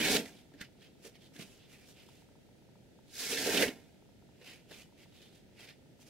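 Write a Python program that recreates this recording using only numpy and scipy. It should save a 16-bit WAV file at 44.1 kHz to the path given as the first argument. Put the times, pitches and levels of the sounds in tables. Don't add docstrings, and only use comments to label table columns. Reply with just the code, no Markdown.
import sys
import numpy as np
from scipy import signal
from scipy.fft import rfft, irfft, next_fast_len
from scipy.io import wavfile
from scipy.ndimage import uniform_filter1d

SR = 44100
rng = np.random.default_rng(int(sys.argv[2]) if len(sys.argv) > 2 else 0)


def unload_audio(sound):
    columns = np.transpose(np.atleast_2d(sound))
    steps = np.round(np.clip(columns, -1, 1) * 32767)
    wavfile.write(sys.argv[1], SR, steps.astype(np.int16))


N = 268569
TIME = np.arange(N) / SR

# pitch_hz, bandwidth_hz, gain_db
CUT_MODES = [(267.4, 10, 0), (449, 33, 1), (724, 6, -25.5), (1389, 22, 10.5), (1582, 18, 6.5),
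             (1646, 82, -1.5), (1960, 42.8, -28), (2195, 48, 10.5), (2487, 27, 8.5), (2915, 26, 6),
             (3450, 120, -5), (5760, 58, 17)]
# frequency_hz, gain_db
FLUTTER_SPECTRUM = [(30, -22), (70, -14), (130, -1.5), (200, 2), (290, -2), (350, -1), (460, -3), (600, -2),
                    (780, -7.5), (950, -10), (1200, -28.5), (2500, -42.5)]
# frequency_hz, gain_db
TEAR_SPECTRUM = [(600, -32), (1150, -18), (1400, -10), (1700, 0), (2300, -6.5), (3100, -5.5), (4400, -6.5),
                 (6000, -16.5), (10000, -25)]
# frequency_hz, gain_db
EDGE_SPECTRUM = [(2000, -51.5), (4000, -7), (5300, 6.5), (7000, 1), (9500, -5.5), (12000, -6), (15500, -13)]


def knife_cuts():
    fibres = fibre_snaps(per_s=5000, spread_db=3, clump_db=0.65, clump_rate=54, scatter_s=0.0012)
    modes = sum(from_db(db) * signal.lfilter(*resonator(hz, width), fibres)
                for hz, width, db in CUT_MODES)
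    ringing = fibres + modes
    tear_hz, flutter_hz = cut_pitches()
    tear_gain = cut_envelope(column=2, power=0.8, surge_share=0.75, release_s=0.0267, tail_db=-25)
    flutter_gain = cut_envelope(column=3, power=2.37, surge_share=0.01, release_s=0.0326, tail_db=-19)
    hiss_gain = cut_envelope(column=4, power=0.65, surge_share=0.12, release_s=0.0249, tail_db=-23.5)
    flutter = bending_fold(colour(ringing, FLUTTER_SPECTRUM), flutter_hz, width_hz=160, db=-2.5)
    buckling = crinkles(tear_hz, tear_gain, per_s=220, spread_octaves=0.45, t60_s=0.098)
    fracture = bending_fold(colour(ringing, TEAR_SPECTRUM), tear_hz, width_hz=1600, db=-2)
    tearing = rms_one(fracture) + from_db(-2.5) * buckling
    hiss = rms_one(colour(fibres, EDGE_SPECTRUM))
    return flutter * flutter_gain + tearing * tear_gain + hiss * hiss_gain


# start_s, end_s, tear_db, flutter_db, hiss_db, surge_db,
# flutter_pitch_hz, first_tear_pitch_hz, last_tear_pitch_hz
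STROKES = [(-0.3, 0.166, -33, -33, -36.5, -5.5, 296, 1520, 3184),
           (3.055, 3.635, -38.5, -33.5, -36.5, 6.5, 430, 4330, 2295)]


def cut_envelope(column, power, surge_share, release_s, tail_db):
    bite_s, bite_rise_s = 0.089, 0.018
    rip_s, settle_s = 0.07, 0.12
    gain = 0
    for stroke in STROKES:
        start_s, end_s, surge_db = stroke[0], stroke[1], stroke[5]
        length_s = end_s - start_s
        inside_s, after_s = np.clip(TIME - start_s, 0, length_s), np.maximum(TIME - end_s, 0)
        growth = (inside_s / length_s) ** power / (1 + np.exp((bite_s - inside_s) / bite_rise_s))
        rip_db = surge_share * surge_db * np.exp((inside_s - length_s) / rip_s)
        release = np.exp(-after_s / release_s) + from_db(tail_db) * np.exp(-after_s / settle_s)
        gain = gain + from_db(stroke[column] + rip_db) * growth * release
    return gain


def cut_pitches(slack_hz=260, slacken_s=0.081):
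    tear_hz, flutter_hz = np.zeros((2, N))
    for start_s, end_s, *_, taut_hz, first_hz, last_hz in STROKES:
        begun = TIME >= start_s
        tear_hz[begun] = np.interp(TIME[begun], [start_s, end_s], [first_hz, last_hz])
        flutter_hz[begun] = np.interp(TIME[begun], [end_s, end_s + slacken_s], [taut_hz, slack_hz])
    return tear_hz, flutter_hz


# frequency_hz, side_gain_db
PAPER_SPREAD = [(60, -12), (250, -13.5), (500, -14.5), (1200, -8), (2300, -10.5), (4500, -3.5), (9000, 1),
                (15000, -1)]


def fibre_snaps(per_s, spread_db, clump_db, clump_rate, scatter_s):
    sizes = from_db(spread_db * np.minimum(rng.exponential(1, N), 4) + clump_db * drift(clump_rate))
    energy = sizes ** 2 * (rng.random(N) < per_s / SR)
    bursts = np.sqrt(signal.lfilter([1], [1, -np.exp(-1 / (scatter_s * SR))], energy + 1e-18))
    mid, side = bursts * rng.standard_normal((2, N))
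    return rms_one(stereo(mid, side, PAPER_SPREAD))


def bending_fold(x, hz, width_hz, db, block=256):
    ring, state = np.zeros((2, N)), np.zeros((2, 2))
    for i in range(0, N, block):
        span = slice(i, i + block)
        ring[:, span], state = signal.lfilter(*resonator(hz[i], width_hz), x[:, span], zi=state)
    out = x + from_db(db) * ring
    return out / np.sqrt(uniform_filter1d(np.mean(out ** 2, axis=0), size=4000))


def crinkles(fold_hz, gain, per_s, spread_octaves, t60_s):
    t, out = TIME[:SR // 20], np.zeros((2, N + SR // 20))
    moving = gain > 1e-6
    starts = np.flatnonzero((rng.random(N) < per_s / SR) & moving)
    draws = rng.standard_normal((N, 3))[starts]
    decay = from_db(-60 * t / t60_s)
    for i, (detune, size, angle) in zip(starts, draws):
        hz = np.clip(fold_hz[i] * 2 ** (spread_octaves * detune), 1400, 9000)
        phases = angle * hz / 5000 * np.array([[1], [-1]])
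        out[:, i:i + len(t)] += from_db(2 * size) * decay * np.sin(2 * np.pi * hz * t + phases)
    return rms_one(out[:, :N]) * np.sqrt(np.mean(moving))


# peak_s, crackle_db, flap_db, crease_pitch_hz, flap_pitch_hz, fade_s
SNAGS = [(0.002, -37, -33, 2610, 186, 0.015), (0.0474, -31, -56, 2340, 210, .02),
         (0.151, -35, -29.5, 3060, 414, 0.0059), (0.169, -23, -45, 3900, 223, 0.0019),
         (0.259, -49.5, -60, 2150, 283, 0.017), (0.539, -61.5, -53.5, 1640, 282, 0.014),
         (0.6147, -39.5, -44, 1520, 157, 0.0064), (0.82, -58, -64, 3160, 172, 0.009),
         (1.057, -69, -51.5, 2230, 453, 0.02), (1.3648, -51, -51, 1780, 196, 0.0076),
         (1.3957, -59, -43, 2240, 180, 0.016), (3.323, -35.5, -38, 2600, 394, 0.012),
         (3.375, -35, -58, 1930, 377, .013), (3.464, -49.5, -32.5, 4000, 418, 0.019),
         (3.5765, -26, -36, 2860, 283, 0.011), (3.6238, -24, -23.5, 2000, 425, 0.0084),
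         (3.684, -36.5, -35.5, 3000, 275, 0.0067), (4.4163, -58.5, -54.5, 2180, 485, 0.0078),
         (4.712, -51, -48.5, 1560, 400, 0.01), (5.691, -52, -70, 2400, 164, 0.0096)]
# frequency_hz, gain_db
BRUSH_SPECTRUM = [(2000, -9.5), (4000, -2), (5500, 2.5), (7500, -3.5), (10000, -6.5), (12500, -9),
                  (15500, -13)]


def sheet_jerks(swell_s=0.0034, crease_width_hz=450, crease_db=6, flap_width_hz=170, flap_stretch=1.25):
    grains = fibre_snaps(per_s=5100, spread_db=4, clump_db=3.5, clump_rate=170, scatter_s=0.00099)
    crisp = rms_one(colour(grains, TEAR_SPECTRUM))
    crisp += from_db(-7.5) * rms_one(colour(grains, BRUSH_SPECTRUM))
    out = np.zeros((2, N))
    for peak_s, crackle_db, flap_db, crease_hz, flap_hz, fade_s in SNAGS:
        near = np.abs(TIME - peak_s) < 0.1
        t = TIME[near] - peak_s
        quick = np.exp(-np.maximum(-t / swell_s, t / fade_s))
        slow = quick ** (1 / flap_stretch)
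        crease, sheet = resonator(crease_hz, crease_width_hz), resonator(flap_hz, flap_width_hz)
        crackle = crisp[:, near] + from_db(crease_db) * signal.lfilter(*crease, crisp[:, near])
        flap = signal.lfilter(*sheet, signal.lfilter(*sheet, grains[:, near]))
        for sound, envelope, db in ((crackle, quick, crackle_db), (flap, slow, flap_db)):
            out[:, near] += from_db(db) * rms_one(envelope * sound) * np.sqrt(np.mean(envelope ** 2))
    return out


# frequency_hz, gain_db
RUSTLE_SPECTRUM = [(60, -43), (200, 5), (450, 2), (750, -2.5), (1100, -13.5), (1600, -4.5), (2300, -2.5),
                   (3400, -3), (5200, -2), (7000, -15.5), (11000, -28.5)]


def handling():
    grains = fibre_snaps(per_s=4000, spread_db=2.5, clump_db=1.3, clump_rate=60, scatter_s=0.0012)
    rustle_gain, brush_gain, fold_hz = rub_envelopes()
    sliding = bending_fold(colour(grains, RUSTLE_SPECTRUM), fold_hz, width_hz=1000, db=0)
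    buckling = crinkles(fold_hz, rustle_gain, per_s=300, spread_octaves=0.251, t60_s=0.053)
    rustle = rms_one(sliding + from_db(-4) * buckling)
    brushing = rms_one(colour(grains, BRUSH_SPECTRUM))
    return rustle * rustle_gain + brushing * brush_gain


# middle_s, length_s, rustle_db, brush_db, pitch_hz
SLIDES = [(0.123, 0.035, -39.5, -33, 4040), (0.272, 0.041, -60, -57, 2300),
          (0.365, 0.078, -64.5, -69, 3030), (0.616, 0.025, -49, -65, 1733), (0.645, 0.024, -60, -72, 2720),
          (0.843, 0.06, -63, -72, 3130), (1.06, 0.036, -57.5, -54.5, 2740), (1.159, 0.019, -60, -70, 2280),
          (1.24, 0.05, -63.5, -68, 3470), (1.35, 0.021, -65, -63, 1900), (1.414, 0.036, -51.5, -53.5, 2786),
          (1.485, 0.14, -67, -65, 2960), (1.627, 0.064, -65, -81, 3340), (1.73, 0.056, -62, -63, 2410),
          (1.815, 0.056, -65.5, -68.5, 2450), (1.893, 0.051, -66.5, -61.5, 4040),
          (1.998, 0.058, -61.5, -69, 2760), (2.104, 0.17, -69, -69, 3030), (3.1, 0.033, -68, -70, 3860),
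          (3.22, .05, -47.5, -44.5, 4360), (3.316, 0.022, -41.5, -37.5, 3490),
          (3.548, 0.03, -38, -43, 3320), (4.495, 0.081, -53.5, -59.5, 2600),
          (4.734, 0.044, -54.5, -59.5, 3010), (4.796, 0.06, -59.5, -61.5, 2690),
          (5.014, .048, -62.5, -67.5, 2450), (5.206, 0.12, -63, -67.5, 3490),
          (5.35, 0.054, -68.5, -69, 3560), (5.622, 0.059, -55.5, -62, 2440), (5.693, 0.038, -56, -70, 2280),
          (6.018, 0.029, -69.5, -62.5, 2900), (6.085, 0.047, -67, -63, 2680)]


def rub_envelopes(steepness=4.46, fade_stretch=1.15):
    middle_s, length_s, rustle_db, brush_db, pitch_hz = np.transpose(SLIDES)
    offset = 2 * (TIME[:, None] - middle_s) / length_s
    swells = 1 / (1 + np.maximum(-offset, offset / fade_stretch) ** steepness)
    rustle_power, brush_power = from_db(rustle_db) ** 2, from_db(brush_db) ** 2
    fold_hz = swells @ (rustle_power * pitch_hz) / (swells @ rustle_power)
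    return np.sqrt(swells @ rustle_power), np.sqrt(swells @ brush_power), fold_hz


# level_db, t60_s
ECHOES = [(-11.5, 0.098), (-17, 0.18)]


def room(direct):
    t, out = TIME[:SR // 2], direct
    mono = direct.mean(axis=0)[None]
    for level_db, t60_s in ECHOES:
        decay = from_db(-60 * t / t60_s) * (t > 0.002)
        mid, side = rng.standard_normal((2, len(t))) * decay / np.linalg.norm(decay)
        response = stereo(mid, side, PAPER_SPREAD)
        out = out + from_db(level_db) * signal.fftconvolve(mono, response, axes=1)[:, :N]
    return out


# start_s, level_db
CLEAR_TICKS = [(0.518, -55), (1.32, -58), (2.087, -51), (2.221, -56), (2.288, -56), (2.355, -56),
               (2.488, -57), (2.621, -57), (2.687, -58), (2.755, -57), (2.987, -53), (4.023, -55),
               (4.09, -59), (4.223, -56), (4.289, -56), (4.923, -56), (5.057, -55), (5.991, -59)]
# pitch_hz, gain_db, t60_s
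DRIVE_MODES = [(470, -8, .025), (660, -3, .025), (780, -2, .028), (920, -1, .028), (1350, -8, .02)]


def lens_ticks(first_s=0.0185, step_s=1 / 29.97):
    times = np.arange(first_s, TIME[-1], step_s)
    sizes_db = rng.normal(-64.5, 2, len(times))
    for start_s, level_db in CLEAR_TICKS:
        sizes_db[np.abs(times - start_s).argmin()] = level_db
    clicks, ring = np.zeros(N), np.zeros(N)
    for hz, db, t60_s in DRIVE_MODES:
        clicks[(times * SR).astype(int)] = from_db(sizes_db + db + rng.normal(0, 1.5, len(times)))
        radius, angle = from_db(-60 / (t60_s * SR)), 2 * np.pi * hz / SR
        mode = signal.lfilter([0, np.sin(angle)], [1, -2 * radius * np.cos(angle), radius ** 2], clicks)
        ring = mode - ring
    return ring / np.linalg.norm([from_db(db) for _, db, _ in DRIVE_MODES])


# frequency_hz, gain_db
HUM_SPECTRUM = [(15, -53.5), (25, -16), (59, -6), (99, -3.5), (129, -1), (227, -3.5), (389, -7.5),
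                (648, -13.5), (848, -22.5), (1140, -39.5), (1240, -28.5), (1800, -25.5), (2770, -27),
                (3340, -26.5), (15500, -40.5)]
# frequency_hz, side_gain_db
HUM_SPREAD = [(40, 0.5), (130, -5.5), (300, -3.5), (700, -3), (1400, 0), (4000, -0.5), (15000, 0)]


def room_hum(level_db=-62):
    mid, side = (rms_one(colour(white, HUM_SPECTRUM)) for white in rng.standard_normal((2, N)))
    return from_db(level_db) * stereo(mid, side, HUM_SPREAD)


def from_db(db):
    return 10 ** (np.asarray(db) / 20)


def rms_one(x):
    return x / np.sqrt(np.mean(x ** 2) + 1e-20)


def drift(rate, hop=40):
    pole = np.exp(-2 * hop * np.pi * rate / SR)
    white = rng.standard_normal(N // hop + 2002)
    slow = signal.lfilter([1], [1, -2 * pole, pole * pole], white)[2000:]
    return np.interp(np.arange(N) / hop, np.arange(len(slow)), rms_one(slow))


def colour(x, spectrum):
    size = 2 * next_fast_len(x.shape[-1] // 2 + 4096)
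    hz, db = np.transpose(spectrum)
    grid_hz = np.maximum(np.arange(size // 2 + 1) * SR / size, 1)
    gain = from_db(np.interp(np.log(grid_hz), np.log(hz), db))
    cepstrum = irfft(np.log(gain))
    cepstrum[1:size // 2] *= 2
    cepstrum[size // 2 + 1:] = 0
    return irfft(rfft(x, size) * np.exp(rfft(cepstrum)))[..., :x.shape[-1]]


def resonator(hz, width_hz):
    r = np.exp(-np.pi * width_hz / SR)
    return (1 - r * r) / 2 * np.array([1, 0, -1]), [1, -2 * r * np.cos(2 * np.pi * hz / SR), r * r]


def stereo(mid, side, width):
    side = colour(side, width)
    return np.array([mid + side, mid - side])


def scene(pan_db=1.2):
    left, right = room(knife_cuts() + handling() + sheet_jerks())
    late_left = np.append(0, left[:-1])
    paper = np.array([late_left * from_db(-pan_db), right * from_db(pan_db)])
    return paper + lens_ticks() + room_hum() * from_db([[-0.4], [0.4]])


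def record(dry, cutoff_hz=15750):
    return signal.sosfilt(signal.ellip(12, 0.1, 80, cutoff_hz, fs=SR, output="sos"), dry)


dry = scene()
out = record(dry)
unload_audio(out)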